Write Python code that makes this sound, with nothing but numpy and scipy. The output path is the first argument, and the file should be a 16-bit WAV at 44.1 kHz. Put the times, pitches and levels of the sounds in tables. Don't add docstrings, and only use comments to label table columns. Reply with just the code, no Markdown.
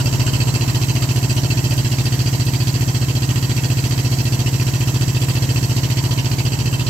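import sys
import numpy as np
from scipy import signal
from scipy.fft import rfft, irfft, next_fast_len
from scipy.io import wavfile
from scipy.ndimage import uniform_filter1d, map_coordinates

SR = 44100
rng = np.random.default_rng(int(sys.argv[2]) if len(sys.argv) > 2 else 0)


def store_pcm(level_fs):
    pcm = np.round(np.clip(level_fs, -1, 1) * 32767).astype(np.int16)
    wavfile.write(sys.argv[1], SR, np.atleast_2d(pcm).T)


def magnitude_from_level(level_db):
    exponent = np.asarray(level_db, float) / 20
    return 10 ** exponent


N = 304068
EARLY = SR // 4


def unit(x):
    return x / np.sqrt(np.mean(x ** 2) + 1e-20)


def along(points, hz):
    f, v = np.transpose(points)
    return np.interp(np.log(hz + 1), np.log(f + 1), v)


def filtered(x, response):
    m = next_fast_len(x.shape[-1] + SR // 2)
    spectrum = rfft(x, m) * response(np.fft.rfftfreq(m, 1 / SR))
    return irfft(spectrum, m)[..., :x.shape[-1]]


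def resonance(f, hz, width_hz):
    damping = 1j * f * width_hz
    return damping / (hz * hz - f * f + damping)


def bell(middle_s, half_s):
    return np.exp(-((np.arange(N) / SR - middle_s) / half_s) ** 2)


def waver():
    return map_coordinates(rng.standard_normal(30), [np.arange(N) * 3 / SR])


# (time [s], nearness [dB], depth inside [0-1])
PHONE_PATH = [(0, -.5, 0.04), (.3, 0.05, 0.01), (.9, -0.15, 0.42), (1.6, 0, 0.42), (2.3, 0, 0.88),
              (3.0, -0.5, 0.72), (3.9, 0, 0.86), (4.6, -0.1, 0.82), (5.7, 0, 0.76), (6.1, -1.1, 0.38),
              (6.5, -1.34, 0.13), (6.9, -2.7, 0)]


def phone():
    s, near_db, inside = np.transpose(PHONE_PATH)
    t = np.arange(N) / SR
    return np.interp(t, s, near_db), np.interp(t, s, inside)


def heard(outside_db, change_db):
    near_db, inside = phone()
    return near_db + outside_db + change_db * inside


# (time [s], lead over steady speed [cycles])
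CRANK_LEAD = [(0, .1834), (.35, .1831), (.72, .1752), (.95, .1809), (1.7, .1827), (1.98, .171),
              (2.17, .1711), (2.98, .1985), (3.35, .1978), (3.75, .2072), (3.95, .1977), (4.52, .166),
              (4.75, .1681), (5.3, .1945), (6.0, .215), (6.55, .2239), (6.9, .226)]


def crank():
    cycle_hz = 14.54
    t = np.arange(-EARLY, N) / SR
    return np.interp(t, *np.transpose(CRANK_LEAD)) + cycle_hz * t


def beats(share, scatter_db, jitter_s):
    turned = crank()
    cycles = np.arange(np.ceil(turned[0]), turned[-1])
    at = np.interp(cycles + share, turned, np.arange(len(turned)), right=-SR)
    luck = rng.standard_normal((len(at), 2))
    at = at + jitter_s * SR * luck[:, 0]
    size = magnitude_from_level(scatter_db * luck[:, 1]) * (at >= 0)
    return np.bincount(np.clip(at, 0, len(turned) - 1).astype(int), size, len(turned))


def shaking(events, scatter_db, sooner=0):
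    t = np.arange(SR // 8) / SR
    power = 0
    for share, db, t60_s in events:
        decay = magnitude_from_level(2 * (db - 60 * t / t60_s)) * (1 - np.exp(-t / .002))
        power = power + signal.fftconvolve(beats(share - sooner, scatter_db, jitter_s=.0008), decay)
    return unit(np.sqrt(np.abs(power[EARLY:][:N])))


# (cycle share [0-1], level [dB], t60 [s])
CYCLE_KNOCKS = [
    (.025, 2.5, 0.052),
    (.185, 5, 0.032),
    (.29, 0.5, 0.066),
    (.44, -4.5, 0.063),
    (.78, -9.5, 0.065),
    (.85, -11.5, 0.019),
]


def knock_shaking(scatter_db, sooner=0):
    return shaking(CYCLE_KNOCKS, scatter_db, sooner)


# (frequency [Hz], left minus right [dB])
PORT_BALANCE = [(60, 5), (200, -7), (500, 0.5), (800, 4.5), (1200, -4), (1800, -8.5), (2700, -3),
                (3600, -9.5), (4300, -7), (7500, -9.5), (8200, -11.5), (9000, 10), (10800, -10),
                (11600, -7.5), (15000, -5.5)]


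def sided(hz):
    return magnitude_from_level(along(PORT_BALANCE, hz) / 2 * np.array([[1], [-1]]))


# (frequency [Hz], left-right likeness [-1 to 1])
PORT_LIKENESS = [(60, 0.15), (120, 0.3), (240, 0.31), (480, 0.45), (950, 0.23), (1890, -0.12), (3770, 0.19),
                 (7520, 0.049), (15000, 0.01)]


def rush(spectrum, patchy_db):
    z = signal.stft(rng.standard_normal((2, N)), nperseg=512)[2]
    field = uniform_filter1d(rng.standard_normal(z.shape[1:]), 5, 0)
    field = uniform_filter1d(field, 8, 1)
    pair = signal.istft(z * magnitude_from_level(patchy_db * unit(field)), nperseg=512)[1][:, :N]

    def mid_side(hz):
        turn = np.arccos(np.clip(along(PORT_LIKENESS, hz), -1, 1)) / 2
        return magnitude_from_level(along(spectrum, hz)) * [np.cos(turn), np.sin(turn)]

    mid, side = filtered(pair, mid_side)
    return unit(filtered(np.array([mid + side, mid - side]), sided))


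# (frequency [Hz], density [dB per Hz])
FAN_SPECTRUM = [(590, -31), (1000, -0.5), (1200, -5.5), (1860, -1), (2370, -2), (2660, -7.5), (3510, -6),
                (4570, -4.5), (5130, -1), (6840, -2.5), (7410, 1.5), (9770, -16.5), (11900, -7),
                (13600, -7.5), (15700, -13)]


def fans():
    return magnitude_from_level(heard(-17.5, -0.1) - 14.0) * rush(FAN_SPECTRUM, patchy_db=1.0)


# (order [per cycle], level [dB])
HUM_ORDERS = [(2, -55), (33, -45), (39, -55), (49, -46), (63, -54)]


def hum():
    turned = crank()[EARLY:]
    tones = 0
    for order, db in HUM_ORDERS:
        level = magnitude_from_level(db + .7 * waver())
        tones = tones + level * np.sin(2 * np.pi * order * turned + 0.45 * waver())
    return np.sqrt(2) * magnitude_from_level(heard(-10, 10)) * tones


def gap():
    hz, width_hz = 950, 130
    air = filtered(rng.standard_normal(N), lambda f: resonance(f, hz, width_hz) ** 2)
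    return magnitude_from_level(-41) * bell(middle_s=6.1, half_s=0.2) * unit(air)


# (frequency [Hz], density [dB per Hz])
ROAR_SPECTRUM = [(20, -42), (45, -8), (90, 0.5), (125, 5.5), (190, -4), (280, -5), (400, -11), (530, -12.5),
                 (700, -9.5), (800, -17.5), (1000, -10.5), (1130, -19), (1400, -23), (2000, -80)]


def roar():
    swell = unit(3.0 + knock_shaking(scatter_db=-0.5))
    return magnitude_from_level(heard(-31, -5.5) + 4.5) * rush(ROAR_SPECTRUM, patchy_db=1.0) * swell


def plate(x):
    extra_ms = 1.97 + 2.57 * phone()[1]
    late = np.arange(N) - extra_ms * SR / 1000
    echo = [map_coordinates(side, [late], order=1, mode="nearest") for side in x]
    return x + 0.2 * np.array(echo)


# (cycle share [0-1], level [dB], t60 [s])
VALVE_TICKS = [
    (.04, 7.5, 0.065),
    (.28, 2, 0.045),
    (.42, 8, 0.066),
    (.78, -26, 0.029),
    (.84, 5, 0.12),
]
# (frequency [Hz], density [dB per Hz])
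TICK_SPECTRUM = [(4000, -50), (6500, 0), (7500, -19), (8400, 4), (8800, -4.5), (11000, -14), (11500, 0.5),
                 (13500, -3), (15700, -15)]


def valve_gear():
    clatter = shaking(VALVE_TICKS, scatter_db=5)
    return magnitude_from_level(heard(-17.5, -0.1) - 22.5) * clatter * rush(TICK_SPECTRUM, patchy_db=0.5)


# (frequency [Hz], density [dB per Hz])
RATTLE_SPECTRUM = [(590, -21), (1000, -3), (1230, 0), (1880, -2.5), (2400, 6.5), (2980, 0.5), (3510, 3),
                   (4570, -3), (5130, -8), (7410, -5), (9770, -14), (11900, -11), (15700, -30)]


def block():
    shade_db = -3.5 * bell(middle_s=1.7, half_s=0.2)
    level = magnitude_from_level(heard(-36, -2.5) + shade_db + 3)
    return level * knock_shaking(scatter_db=2) * rush(RATTLE_SPECTRUM, patchy_db=4)


# (frequency [Hz], width [Hz], left [dB], right [dB])
PANEL_MODES = [(1526, 80, -8, -11), (1893, 81, -11, -6.5), (2640, 100, 1, 3.5), (2890, 110, -6, -0.5),
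               (3110, 68, -2.5, -0.6), (3264, 80, -3, -9), (4090, 50, -8, -1.5), (4457, 110, -12, 5),
               (4670, 140, -25, -7), (4760, 170, -10, 3.5), (5180, 55, -15, -4), (5550, 83, -9, -1.5),
               (5820, 72, -10, -3.5), (6315, 130, -19, -2), (7310, 230, -6.5, -1), (7610, 92, -14, -1)]


def panels():
    low_db, high_db = heard(-35.5, -6) + 2.0, heard(-35, -1.37)
    inside = phone()[1]
    out = np.zeros((2, N))
    for k, (hz, width_hz, left_db, right_db) in enumerate(PANEL_MODES):
        shared, own = rng.standard_normal((2, N))
        other = 0.87 * np.roll(shared, rng.integers(-30, 30)) + 0.59 * own
        push = knock_shaking(scatter_db=4.5, sooner=0.024) * np.array([shared, other])
        ring = filtered(push, lambda f: resonance(f, hz, width_hz) * resonance(f, hz, 4 * width_hz))
        facing_db = -4.5 + 8.5 * inside if k in (1, 5) else 0
        drift_db = 1.25 * waver()
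        level = magnitude_from_level((low_db if k < 6 else high_db) - 3.0 + facing_db + drift_db)
        out += level * magnitude_from_level([[left_db], [right_db]]) * unit(ring)
    return out


# (time [s], peak [dB], ring [Hz])
HARD_KNOCKS = [(0.335, -20.5, 2910), (0.747, -20.5, 3120), (1.022, -25, 2960), (1.2973, -21.5, 2640),
               (1.375, -19, 2910), (1.504, -17.5, 2620), (1.574, -23, 2640), (1.641, -25, 2650),
               (1.778, -24, 2940), (1.917, -24, 2860), (2.054, -20, 4760), (2.124, -28, 4600),
               (2.193, -24, 4750), (2.272, -18, 4760), (2.6035, -24, 2680), (2.947, -23, 3250),
               (3.0843, -31, 3170), (3.1523, -24, 3230), (5.834, -21.5, 2910), (5.9717, -25, 2940),
               (6.1105, -21, 3110), (6.1847, -18, 2930), (6.317, -32, 2940), (6.385, -23, 4700),
               (6.866, -21, 4220)]


def hard_knocks():
    out, t = np.zeros((2, N + SR)), np.arange(SR // 10) / SR
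    t60_s, rise_s = 0.094, 0.0014
    for s, db, hz in HARD_KNOCKS:
        rough = np.cumsum(rng.normal(0, 0.1, (2, len(t))), axis=1)
        envelope = magnitude_from_level(db - 0.5 - 60 * t / t60_s) * (1 - np.exp(-t / rise_s))
        out[:, round(s * SR):][:, :len(t)] += envelope * np.sin(2 * np.pi * hz * t + rough)
    return magnitude_from_level([[-2.5], [2.5]]) * out[:, :N]


def puff(share):
    return beats(share, scatter_db=.35, jitter_s=.00005)


def ring_modes(x, rows):
    return filtered(x, lambda f: sum(sign * magnitude_from_level(db) * resonance(f, hz, w) for hz, w, db, sign in rows))


# (frequency [Hz], width [Hz], level [dB], polarity [+-1])
EXHAUST_MODES = [(142.1, 73.5, -27.4, 1), (155.5, 39.5, -24.6, -1), (206.6, 12.7, -21.4, -1),
                 (207.5, 9.0, -19.5, 1), (236.9, 57.1, -48.0, -1), (265.4, 15.7, -39.3, -1),
                 (347.1, 18.1, -47.0, -1)]
# (frequency [Hz], width [Hz], level [dB], polarity [+-1])
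INTAKE_MODES = [(71.0, 18.7, -33.8, 1), (79.7, 9.0, -33.9, -1), (102.4, 10.1, -31.2, -1),
                (125.8, 12.2, -26.7, 1), (162.2, 10.3, -28.4, -1), (302.2, 18.3, -42.4, 1),
                (322.2, 10.1, -41.5, -1)]
# (frequency [Hz], width [Hz], level [dB], signed weight)
SHELL_MODES = [(452, 30, -56.5, 0.32), (626, 50, -57.5, -0.42), (702, 77, -65.5, 0.84),
               (821, 26, -62, -0.83), (906, 18.3, -57, 0.93), (1027, 31, -59, -0.62)]
# (cycle share [0-1], level [dB])
SHELL_SLAPS = [
    (.09, -2),
    (0.281, 4),
    (0.548, 0),
    (0.621, -5),
]


def pipes():
    exhaust = ring_modes(puff(-.0058) + 1.107 * puff(.2442), EXHAUST_MODES)
    intake = ring_modes(puff(-.1353) + .59 * puff(.1147), INTAKE_MODES)
    slaps = sum(magnitude_from_level(db) * beats(share, scatter_db=2.5, jitter_s=.0001) for share, db in SHELL_SLAPS)
    shell = ring_modes(slaps, SHELL_MODES)

    def ports(hz):
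        soft = 1 / (1 + (hz / 1100) ** 6)
        lag = np.exp(-1j * np.pi * hz * .00014 * np.array([[1], [-1]]))
        return soft * magnitude_from_level([[-.2], [.2]]) * lag

    boom = filtered(unit(exhaust + intake + shell), ports)[:, EARLY:]
    return magnitude_from_level(heard(-17.5, -0.1) + 0.75) * boom


def scene():
    background = fans() + hum() + gap() + plate(roar())
    knocking = valve_gear() + block() + panels() + hard_knocks()
    return background + knocking + pipes()


def band_limit(x):
    return signal.sosfilt(signal.butter(12, 15810, fs=SR, output="sos"), x)


# (frequency [Hz], width [Hz], depth [0-1])
BODY_DIPS = [(2350, 200, .35), (3500, 250, .5), (5050, 200, .4), (8750, 400, .4)]


def record(dry):
    def body(hz):
        gain = (hz < 15810) / (1 + (20 / (hz + 1)) ** 8)
        for centre_hz, width_hz, depth in BODY_DIPS:
            gain = gain * (1 - depth * np.abs(resonance(hz, centre_hz, width_hz)) ** 2)
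        return gain

    return band_limit(filtered(dry, body))


dry = scene()
out = record(dry)
store_pcm(out)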